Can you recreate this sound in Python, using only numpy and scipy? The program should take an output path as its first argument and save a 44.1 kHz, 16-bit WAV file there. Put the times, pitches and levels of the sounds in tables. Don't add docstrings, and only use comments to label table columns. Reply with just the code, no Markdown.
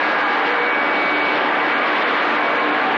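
import sys
import numpy as np
from scipy import signal
from scipy.fft import rfft, irfft, next_fast_len
from scipy.io import wavfile
from scipy.ndimage import uniform_filter1d, minimum_filter1d

SR = 44100
rng = np.random.default_rng(int(sys.argv[2]) if len(sys.argv) > 2 else 0)


def invert_db(x):
    u = np.asarray(x, float) / 20
    return 10 ** u


def wav_out(sig):
    wavfile.write(sys.argv[1], SR, np.round(np.clip(np.atleast_2d(sig).T, -1, 1) * 32767).astype(np.int16))


N = 130977

# pitch_hz, level_db (per Hz)
ROAR_SPECTRUM = [(65, -41), (250, -5), (800, -1.5), (1700, -3.5), (2900, -14), (4100, -24), (5900, -44),
                 (9200, -66.5)]
# time_s, tilt_db_per_octave (about 1 kHz)
MIC_FACING = [
    (0, 1.1),
    (.4, 1.25),
    (.8, 0.84),
    (1.2, -0.34),
    (1.6, 1),
    (2, 1),
    (2.4, 0.53),
    (2.7, 0.6),
    (2.97, -0.7),
]
# time_s, lift_db
SPRAY_LIFT = [(0, 2), (.2, 2), (.5, 1.1), (.75, -1.5), (1, 1.5), (1.25, 4), (1.5, 0), (1.7, 0.5), (1.9, 1),
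              (2.2, 2.5), (2.5, 1.1), (2.97, 0)]
HOUSING_PITCH = [480, 578, 755, 871, 1061, 1180, 1379, 1550, 2013, 2659, 3646, 5030]
# width_hz, level_db (rms)
HOUSING_RING = [(12, -41), (11.8, -39), (25, -38.5), (16, -39), (22, -36.5), (26, -33.5), (18, -43),
                (21.6, -37), (45, -37), (18, -53), (20, -54.5), (16, -68.5)]
# middle_s, pitch_hz, length_s, level_db (rms)
RING_SPOTS = [(0.204, 1228, 0.19, -27), (0.362, 830, 0.28, -26.5), (.38, 777, 0.33, -30.5),
              (0.592, 480.5, .28, -23.5), (0.619, 992, 0.3, -30.5), (0.855, 875, 0.47, -33.5),
              (0.887, 573.7, 0.37, -33), (1.116, 1527, 0.14, -28.5), (1.4, 1180, 0.11, -27.5),
              (1.5, 866, .3, -33), (1.738, 1426, 0.17, -30.5), (1.803, 1229, .24, -29),
              (1.923, 1122, 0.25, -29.5), (2.097, 492.6, 0.13, -32), (2.217, 2010, 0.27, -34.5),
              (2.557, 1674, 0.15, -37.5), (2.657, 1072, 0.18, -27.5), (2.837, 763, 0.35, -30.5),
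              (2.863, 869, .2, -35)]
# time_s, level_db (rms)
WHINE_LEVEL = [(0, -35), (.2, -30), (.45, -34), (.7, -23), (.88, -27), (1.05, -22.5), (1.25, -23),
               (1.45, -35), (1.6, -28.5), (1.9, -32), (2.1, -36), (2.35, -32.5), (2.46, -28), (2.65, -30),
               (2.97, -43.5)]
# multiple, level_db (rms)
WHINE_OVERTONES = [
    (2.0015, -60),
    (3.001, -80),
    (4, -92),
]
# time_s, level_db (rms)
PUMP_LEVEL = [(0, -26.5), (.25, -25), (.5, -31), (.75, -27), (.95, -45.5), (1.3, -34), (1.6, -31),
              (1.85, -29.5), (2.1, -36), (2.45, -38), (2.6, -29.5), (2.97, -40)]
# multiple, level_db (rms)
PUMP_UPPER = [
    (2, -55),
    (5.01, -94),
]
# time_s, level_db (rms)
HUM_LEVEL = [(0, -33), (.4, -37), (.8, -35), (1.1, -28.5), (1.4, -30), (1.75, -36.5), (2.1, -34),
             (2.35, -33), (2.5, -39), (2.65, -26.5), (2.97, -32)]
# middle_s, length_s, low_hz, high_hz
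LOST_BANDS = [(.17, .02, 6000, 9000), (.24, .03, 5100, 5600), (.265, .035, 4700, 5500),
              (.41, .02, 6500, 9000), (.525, .015, 4800, 5500), (.61, .015, 4800, 5500),
              (.66, .05, 7000, 9900), (.725, .04, 4200, 5000), (.76, .03, 6400, 9900),
              (1.04, .015, 5000, 6200), (1.155, .03, 5100, 6500), (1.22, .04, 5100, 6200),
              (1.26, .03, 6200, 7500), (1.35, .04, 6000, 7500), (1.42, .05, 6200, 9900),
              (1.53, .05, 7500, 9900), (1.68, .12, 7500, 9900), (1.755, .035, 4700, 5600),
              (2.05, .03, 4800, 6200), (2.08, .04, 6200, 7500), (2.2, .03, 5600, 7500),
              (2.38, .02, 5600, 7500), (2.45, .06, 6200, 7500), (2.59, .02, 4700, 5500),
              (2.72, .02, 5100, 7500), (2.95, .02, 4700, 5500)]


def rms_one(x):
    return x / np.sqrt(np.mean(x ** 2) + 1e-20)


def in_time(rows):
    return np.interp(np.arange(N) / SR, *np.transpose(rows))


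def drift(rate_hz):
    r = np.exp(-2 * np.pi * rate_hz * 40 / SR)
    noise = rng.standard_normal(N // 40 + 2002)
    slow = signal.lfilter([1], [1, -2 * r, r * r], noise)[2000:]
    return np.interp(np.arange(N) / 40, np.arange(len(slow)), rms_one(slow - slow.mean()))


def roar():
    level_db, slow_db, fast_db, top_fall_db_per_octave = -18.5, 0.82, 0.85, -57
    size = next_fast_len(N)
    octave = np.log2(np.maximum(np.arange(size // 2 + 1) * SR / size, 1) / 1000)
    hz, db = np.transpose(ROAR_SPECTRUM)
    corner = np.log2(hz / 1000)
    colour_db = np.interp(octave, corner, db) + top_fall_db_per_octave * np.maximum(octave - corner[-1], 0)
    colour = rfft(rng.standard_normal(size)) * invert_db(colour_db)
    tilt, spray = in_time(MIC_FACING), in_time(SPRAY_LIFT)
    out = 0
    for centre in np.arange(-6, 4.1, 1 / 3):
        band = np.cos(np.pi / 2 * np.clip(3 * (octave - centre), -1, 1)) ** 2
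        gain_db = tilt * np.clip(centre, -2, 1) + spray * np.clip(centre - 1, 0, 1)
        gain_db = gain_db + slow_db * drift(1.0) + fast_db * drift(16)
        out = out + invert_db(gain_db) * irfft(colour * band, size)[:N]
    return invert_db(level_db) * rms_one(out)


def ring(hz, width_hz):
    r = np.exp(-np.pi * width_hz / SR)
    section = [1, 0, -1, 1, -2 * r * np.cos(2 * np.pi * hz / SR), r * r]
    noise = rng.standard_normal(N + SR // 4)
    return rms_one(signal.sosfilt([section, section], noise)[-N:])


def tone(hz, rise_hz_per_s, level_db, multiple=1, wobble_rad=.4, flutter_db=0.5):
    t = np.arange(N) / SR
    phase = multiple * 2 * np.pi * (hz * t + rise_hz_per_s * t * t / 2) + wobble_rad * drift(6.7)
    return np.sqrt(2) * invert_db(level_db + flutter_db * drift(9.9)) * np.sin(phase)


def housings():
    t = np.arange(N) / SR
    out = np.zeros(N)
    for hz, (width_hz, level_db) in zip(HOUSING_PITCH, HOUSING_RING):
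        out += ring(hz, width_hz) * invert_db(level_db - 1.5 * drift(2.2))
    for middle, hz, length, level_db in RING_SPOTS:
        passing = np.exp(-(2 * (t - middle) / length) ** 2)
        out += tone(hz, 0, level_db, wobble_rad=.8, flutter_db=3.0) * passing
    return out


def inverter():
    hz, rise_hz_per_s = 2260.3, 2.2
    out = tone(hz, rise_hz_per_s, in_time(WHINE_LEVEL))
    for multiple, level_db in WHINE_OVERTONES:
        out += tone(hz, rise_hz_per_s, level_db + 1.6 * drift(0.99), multiple)
    return out


def pump():
    hz, rise_hz_per_s = 1647.3, 1.2
    out = tone(hz, rise_hz_per_s, in_time(PUMP_LEVEL))
    for multiple, level_db in PUMP_UPPER:
        out += tone(hz, rise_hz_per_s, level_db + 2.5 * drift(1.6), multiple)
    return out


def rectifier():
    return tone(300.0, 0, in_time(HUM_LEVEL), flutter_db=2.5)


def scene():
    start_fade_s, end_fade_s = .0004, .002
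    t = np.arange(N) / SR
    ease = np.clip(np.minimum(t / start_fade_s, (t[-1] - t) / end_fade_s), 0, 1)
    machines = roar() + housings() + inverter() + pump() + rectifier()
    return (machines * np.sin(np.pi / 2 * ease) ** 2)[None]


def starve(x):
    drop_db, starve_hz, spread_hz, keep_over_db, ragged = -19, 8500, 1300, 9, -.9
    hiss_db, hiss_patch_db = -87, 20
    hz, s, z = signal.stft(x, SR, "hann", 1024, 768)
    row_hz = hz[:, None]

    blocks = rng.standard_normal((2, len(hz) // 6 + 1, len(s) // 4 + 1))
    blocks[0] += .8 * rng.standard_normal(len(s) // 4 + 1)
    blocks = uniform_filter1d(blocks, 2).repeat(6, axis=1).repeat(4, axis=2)
    chance, own = blocks[:, :len(hz), :len(s)]

    lost = (row_hz // 258 * 258 > starve_hz + spread_hz * chance) & (row_hz > 6200)
    for middle, length, low, high in LOST_BANDS:
        in_band = (row_hz > low) & (row_hz < high)
        lost |= in_band & (abs(s - middle) < length / 2 + .004) & (own > ragged)

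    steady = uniform_filter1d(abs(z[0]), 9)
    floor = uniform_filter1d(minimum_filter1d(steady, 9, axis=0), 9, axis=0)
    lost &= steady < invert_db(keep_over_db) * floor

    patch = uniform_filter1d(uniform_filter1d(own, 60, axis=0), 8)
    hiss = signal.stft(rng.standard_normal(N), SR, "hann", 1024, 768)[2]
    hiss = hiss * invert_db(hiss_db + hiss_patch_db * patch - row_hz / 2000)
    left = z * np.where(lost, invert_db(drop_db), 1) + hiss
    return signal.istft(left, SR, "hann", 1024, 768)[1][..., :N]


def top_cut(x):
    return signal.sosfilt(signal.butter(12, 14600, fs=SR, output="sos"), x)


def record(dry):
    level_db, span = -18, int(0.015 * SR)
    power = uniform_filter1d(uniform_filter1d(dry ** 2, span), span)
    power = uniform_filter1d(power, span // 2)
    held = dry * (power / power.mean()) ** -0.5
    mix = starve(invert_db(level_db) * rms_one(held))
    return top_cut(mix)


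dry = scene()
out = record(dry)
wav_out(out)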